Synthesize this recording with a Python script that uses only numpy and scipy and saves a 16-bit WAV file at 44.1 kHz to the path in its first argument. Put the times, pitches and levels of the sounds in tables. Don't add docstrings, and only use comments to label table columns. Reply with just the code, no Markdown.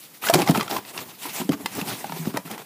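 import sys
import numpy as np
from scipy import signal
from scipy.fft import rfft, irfft, next_fast_len
from scipy.io import wavfile
from scipy.ndimage import uniform_filter1d, map_coordinates

SR = 44100
rng = np.random.default_rng(int(sys.argv[2]) if len(sys.argv) > 2 else 0)


def master_out(mix):
    frames = np.transpose(np.atleast_2d(mix))
    ceiling = np.clip(frames, -1, 1)
    pcm = np.round(ceiling * 32767).astype(np.int16)
    wavfile.write(sys.argv[1], SR, pcm)


def gain_from_db(level_db):
    decades = np.asarray(level_db, float) / 20
    return 10 ** decades


N = 116865


def unit(x):
    return x / np.sqrt(np.mean(x ** 2) + 1e-20)


def wobble(rate_hz):
    knots = rng.standard_normal(int(N * 400 / SR) + 4)
    return map_coordinates(knots, [np.arange(N) * rate_hz / SR])


def coloured(x, points):
    size = next_fast_len(len(x) + 8192)
    point_hz, point_db = np.transpose(points)
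    bin_hz = np.fft.rfftfreq(size, 1 / SR)
    gain = gain_from_db(np.interp(np.log(bin_hz + 1), np.log(point_hz + 1), point_db))
    return irfft(rfft(x, size) * gain, size)[:len(x)]


def patchy(x, patchy_db):
    spectrum = signal.stft(x, nperseg=256)[2]
    field = rng.standard_normal(spectrum.shape)
    field = uniform_filter1d(field, 12, axis=0)
    field = uniform_filter1d(field, 12, axis=1)
    return signal.istft(spectrum * gain_from_db(patchy_db * unit(field)), nperseg=256)[1][:N]


def grains(per_s, spread_db):
    chance, size = rng.random((2, N))
    level = gain_from_db(-spread_db * np.log(size + 0.04))
    return (chance < per_s / SR) * level * rng.choice([-1, 1], N)


def add(track, start_s, sound):
    at = round(start_s * SR)
    track[at:at + len(sound)] += sound[:N - at]


def ring(hz, db, t60, attack_s, t, bend=1):
    hz = hz * np.exp(0.015 * rng.standard_normal(len(hz)))
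    db = db + 1.2 * rng.standard_normal(len(hz))
    decay = gain_from_db(db[:, None] - 60 * (t / t60[:, None]) ** bend)
    modes = decay * np.sin(2 * np.pi * hz[:, None] * t)
    return (1 - np.exp(-t / attack_s)) * modes.sum(0)


def strokes(column, extra_db=0):
    # start_s, length_s, slide_db, crumple_db
    stroke_rows = [(-.03, .12, -43.5, -78), (0.133, 0.059, -45, -73), (0.212, 0.12, -29.5, -37.5),
                   (0.229, 0.1, -28.5, -33), (0.325, 0.042, -28, -21.5), (0.346, 0.12, -37, -24.5),
                   (0.455, 0.078, -35.5, -24), (0.526, 0.11, -31.5, -28), (0.689, 0.095, -31.5, -32),
                   (0.855, 0.077, -40, -42.5), (0.923, 0.14, -38.5, -40.5), (1.033, 0.14, -42.5, -48),
                   (1.179, 0.2, -32.5, -44), (1.315, 0.15, -30, -42.5), (1.507, 0.051, -38.5, -31),
                   (1.581, 0.11, -46, -43.5), (1.665, 0.21, -37.5, -49), (1.733, 0.12, -37, -34.5),
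                   (1.841, 0.14, -33, -34.5), (1.938, 0.16, -36.5, -45), (2.014, 0.25, -44.5, -41),
                   (2.134, 0.11, -37, -51), (2.214, 0.13, -41, -39.5), (2.33, 0.061, -49, -35.5),
                   (2.445, 0.059, -40, -41.5), (2.483, 0.094, -42.5, -37), (2.571, 0.074, -46, -40),
                   (.625, 0.064, -42, -40), (0.753, 0.048, -34.5, -32)]
    rise_share, settle_s = 0.37, 0.082
    t, power = np.arange(N) / SR, np.zeros(N)
    for row, extra in zip(stroke_rows, np.zeros(len(stroke_rows)) + extra_db):
        corners_s = row[0] + row[1] * np.array([0, rise_share, 1])
        phase = np.interp(t, corners_s, [0, np.pi / 2, np.pi])
        power += (gain_from_db(row[column] + extra) * np.sin(phase)) ** 2
    keep = np.exp(-1 / (settle_s * SR))
    settling = signal.lfilter([1 - keep], [1, -keep], power)
    return np.sqrt(power + 0.048 * settling)


def room():
    # freq_hz, density_db
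    air_colour = [(60, -3), (160, 12), (700, 1.5), (2400, -1), (8000, -3), (15300, 1)]
    level = gain_from_db(-48 + 0.57 * wobble(9.2))
    return level * unit(coloured(rng.standard_normal(N), air_colour))


def box_echo(x):
    t = np.arange(SR // 5) / SR
    tail = coloured(rng.standard_normal(len(t)), [(100, -5), (12000, -9.0)])
    tail = tail * gain_from_db(-60 * t / 0.12)
    delayed = np.pad(tail / np.linalg.norm(tail), (60, 0))
    return signal.fftconvolve(x, delayed)[:N]


def rumble():
    lean_db = [-6, -1, -12, -9, 0, -5, -4, -1.5, -8.5, -9, -2.5, -1, -1.5, -5, -2, 0, 1, 1.5, -2, -2, -5, 1,
               1, 2, -3, -6, -11, -5, -4]
    # freq_hz, density_db
    drone_colour = [(60, -4), (120, -0.5), (170, -1), (300, -4), (450, -15.5), (900, -47)]
    drone = coloured(rng.standard_normal(N), drone_colour)
    drone = unit(drone * gain_from_db(2.5 * wobble(40)))
    return strokes(column=3, extra_db=lean_db) * drone


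def thumps():
    # start_s, peak_db, pitch_hz, t60_s
    thump_rows = [(0.35, -11, 160, 0.08), (.352, -8.5, 360, 0.066), (.384, -13, 346, 0.066),
                  (0.394, -24, 180, 0.14), (0.423, -20.5, 320, 0.076), (0.4953, 3, 178.6, 0.04),
                  (.509, -12, 189, 0.056), (0.518, -7.5, 260, 0.038), (0.577, -5, 225, 0.045),
                  (0.763, -39, 200, 0.32), (1.252, -29, 299, 0.066), (1.399, -20.5, 221, 0.083),
                  (1.416, -16, 241, 0.054), (1.445, -30, 198, 0.18), (1.556, -27, 207, .06),
                  (1.491, -4.5, 266, 0.034), (1.493, -10, 160, 0.061), (1.495, -12.5, 307.5, 0.063),
                  (1.507, -23, 312, 0.047), (1.526, -30, 284.7, 0.24), (1.602, -23, 270, 0.058),
                  (1.646, -27, 188, 0.082), (1.784, -17, 267, 0.038), (1.762, -27, 220, 0.049),
                  (1.817, -19.5, 194, 0.07), (1.867, -23, 251, 0.035), (2.05, -33.5, 209, 0.082),
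                  (2.098, -22.5, 177, 0.052), (2.125, -28, 161, 0.13), (2.191, -25.5, 162.7, 0.32),
                  (2.272, -9.5, 214, 0.041), (2.343, -14, 255, 0.032), (2.381, -30, 184, 0.12),
                  (2.45, -32.5, 171, 0.17), (2.507, -32.5, 214, 0.21), (2.541, -47, 194, 0.098)]
    # pitch_ratio, level_db, t60_ratio
    wall_modes = [(1, 4, 0.72), (1.5, -5, 0.76), (2.3, -12, 0.68)]
    out, t = np.zeros(N), np.arange(SR // 3) / SR
    ratio, level, life = np.transpose(wall_modes)
    for start_s, db, hz, t60 in thump_rows:
        sound = ring(hz * ratio, db - 3.0 + level, t60 * life * 1.05, attack_s=0.0018, t=t, bend=1.053)
        add(out, start_s, sound)
    return out


def knocks():
    # start_s, peak_db, pitch_hz
    knock_rows = [(.239, -18.5, 1230), (.2473, -18, 1900), (0.269, -11, 1495), (0.285, -10, 1696),
                  (0.2975, -1, 684), (.311, -18, 690), (0.343, -4.5, 751), (0.35, -10.5, 564),
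                  (0.395, -12, 834), (0.4175, -19, 820), (0.474, -12, 800), (0.486, -11.5, 860),
                  (0.492, -6, 698), (0.5476, -8.5, 1310), (0.556, -10.5, 904), (0.571, -13.5, 1234),
                  (0.596, -12.5, 1250), (0.609, -10.5, 1150), (0.68, -20, 1300), (.699, -18, 800),
                  (0.711, -16.5, 808), (.727, -15.5, 794), (0.764, -13, 1053), (.989, -19, 990),
                  (1.238, -25.5, 950), (1.255, -17.5, 980), (1.401, -20, 830), (1.414, -16.5, 950),
                  (1.519, -18.5, 1165), (1.659, -22, 916), (1.758, -26, 890), (1.782, -23, 1180),
                  (1.8115, -21.5, 964), (1.865, -26, 1020), (1.884, -21.5, 780), (1.896, -23, 715),
                  (1.91, -21.5, 1510), (1.92, -26, 824), (2.008, -23, 1950), (2.043, -14.5, 813),
                  (2.096, -19, 956), (2.122, -15.5, 915), (2.352, -23, 1350), (2.3712, -12, 596),
                  (2.374, -14, 923), (2.381, -23, 930), (2.464, -40, 1040), (2.478, -27, 1350),
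                  (2.508, -21, 794), (2.578, -20.5, 950)]
    # pitch_ratio, level_db, t60_s
    sleeve_modes = [(0.997, 2, 0.041), (0.883, 1.5, 0.017), (1.372, -5, 0.028), (1.9, -7, 0.028),
                    (2.5, -14.5, 0.033)]
    out, t = np.zeros(N), np.arange(SR // 8) / SR
    ratio, level, t60 = np.transpose(sleeve_modes)
    for start_s, db, hz in knock_rows:
        life = t60 * gain_from_db(0.34 * db) * 1.31
        add(out, start_s, ring(hz * ratio, db - 8.0 + level, life, attack_s=0.00079, t=t))
    return out * gain_from_db(1.5 * wobble(400))


def snaps():
    # start_s, peak_db, pitch_hz, sizzle_over_peak_db
    snap_rows = [(0.2867, -10.5, 2820, -18), (0.2986, -15, 5700, 0.5), (0.338, -5.5, 2390, -5.5),
                 (0.3423, -18, 4700, -5), (0.354, -13, 2200, -16), (.389, -21, 3030, -12),
                 (0.3434, -11.5, 2350, -4), (0.418, -13, 2380, -11), (0.4746, -15, 2090, -28),
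                 (0.488, -14.5, 2350, -22), (.496, -20.5, 3000, -4), (0.509, -22, 4080, 1.5),
                 (.558, -21, 2360, -26), (0.549, -16.5, 2470, -13), (0.574, -15, 2510, -11),
                 (0.6012, -21, 3400, -13), (0.609, -14, 2450, -23), (0.6284, -24.5, 2040, -6),
                 (0.6786, -22, 2420, -24), (0.711, -16.5, 3830, -35), (0.8494, -32, 2050, -25),
                 (0.7658, -19.5, 2570, -12), (0.977, -17.5, 2840, -50), (0.9888, -23.5, 2330, -25),
                 (1.4916, -22, 3080, -8), (1.5196, -24, 2090, -8), (1.6592, -12, 2075, -10.5),
                 (1.7512, -30, 5900, 4), (1.8009, -24, 1780, -18), (1.8132, -20, 2700, -14),
                 (1.887, -26, 3020, -24), (2.0425, -28.5, 2270, -20), (2.094, -32, 2260, -10),
                 (2.121, -31, 1800, -18), (2.3714, -16.5, 1920, -6.5), (2.512, -26, 2350, -4.5),
                 (2.579, -30, 1950, -7)]
    # freq_hz, density_db
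    crack_colour = [(700, -2.5), (1500, -1), (5500, -4), (9000, -31)]
    sizzle_colour = [(4000, -25), (8000, -4.5), (16000, -7.5)]
    t60_s, ring_db, crack_db = 0.015, -2.5, -5
    ratio = np.array([1, 1.25, 1.7, 2.3])
    rings, cracks, sizzles = np.zeros((3, N))
    t = np.arange(SR // 16) / SR
    noise = rng.standard_normal(N)
    for start_s, db, hz, sizzle_db in snap_rows:
        mode_db = db + ring_db - 7.1 * np.arange(4)
        add(rings, start_s, ring(hz * ratio, mode_db, np.full(4, t60_s), attack_s=0.00077, t=t))
        crack_decay = gain_from_db(db + crack_db - 60 * (t / t60_s) ** 1.245)
        add(cracks, start_s, (1 - np.exp(-t / 0.00072)) * crack_decay)
        add(sizzles, start_s, gain_from_db(db + sizzle_db - 4 - 60 * (t / (0.73 * t60_s)) ** 2.0))
    crack = cracks * unit(coloured(noise, crack_colour))
    sizzle = sizzles * unit(coloured(noise, sizzle_colour))
    return rings + crack + sizzle


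def crackle():
    when, pitch, size = rng.random((3, 900))[:, :, None]
    hz, t = 600 * 9 ** pitch, np.arange(SR // 100) / SR
    level = (size + 0.13) ** -0.7 * (hz / 600) ** -0.2
    pops = level * np.sin(2 * np.pi * hz * t) * np.exp(-hz * t / 2.1)
    at = (when * N).astype(int) + np.arange(len(t))
    creases = np.bincount(at.ravel(), pops.ravel(), N)[:N]
    return gain_from_db(-11) * strokes(column=3) * unit(creases)


def crumple():
    # freq_hz, density_db
    buckle_colour = [(150, -16), (380, -1.5), (550, -9), (850, -4), (1600, -14), (4000, -20), (10000, -28)]
    buckles = 1.1 * rng.standard_normal(N) + unit(grains(per_s=900, spread_db=3.5))
    body = patchy(coloured(buckles, buckle_colour), patchy_db=2.5)
    return strokes(column=3) * unit(body * gain_from_db(2.5 * wobble(90)))


def slide():
    # freq_hz, density_db
    hiss_colour = [(290, -53), (500, -22), (675, -6), (1510, -9.5), (2310, -4), (6210, -9), (15300, -6.5)]
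    grit = rng.standard_normal(N) + 0.32 * unit(grains(per_s=2500, spread_db=8.5))
    hiss = patchy(coloured(grit, hiss_colour), patchy_db=2.6)
    return strokes(column=2) * unit(hiss * gain_from_db(1.6 * wobble(60)))


def scene():
    paper = slide() + crumple() + crackle()
    hits = snaps() + knocks() + thumps()
    echo = gain_from_db(-11) * box_echo(hits)
    return (room() + echo + rumble() + hits + paper)[None]


def low_pass(x):
    return signal.sosfilt(signal.butter(12, 16480, fs=SR, output="sos"), x)


def record(dry):
    top_hz, ceiling = 15450, 0.74
    roll_off = signal.butter(4, 118, "high", fs=SR, output="sos")
    x = signal.sosfilt(roll_off, dry) + gain_from_db(-27) * dry
    x = x / (1 + np.abs(x / ceiling) ** 6) ** (1 / 6)
    x = coloured(x[0], [(top_hz, 0), (top_hz + 120, -33), (16470, -36), (16500, -90)])[None]
    return low_pass(x)


dry = scene()
out = record(dry)
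master_out(out)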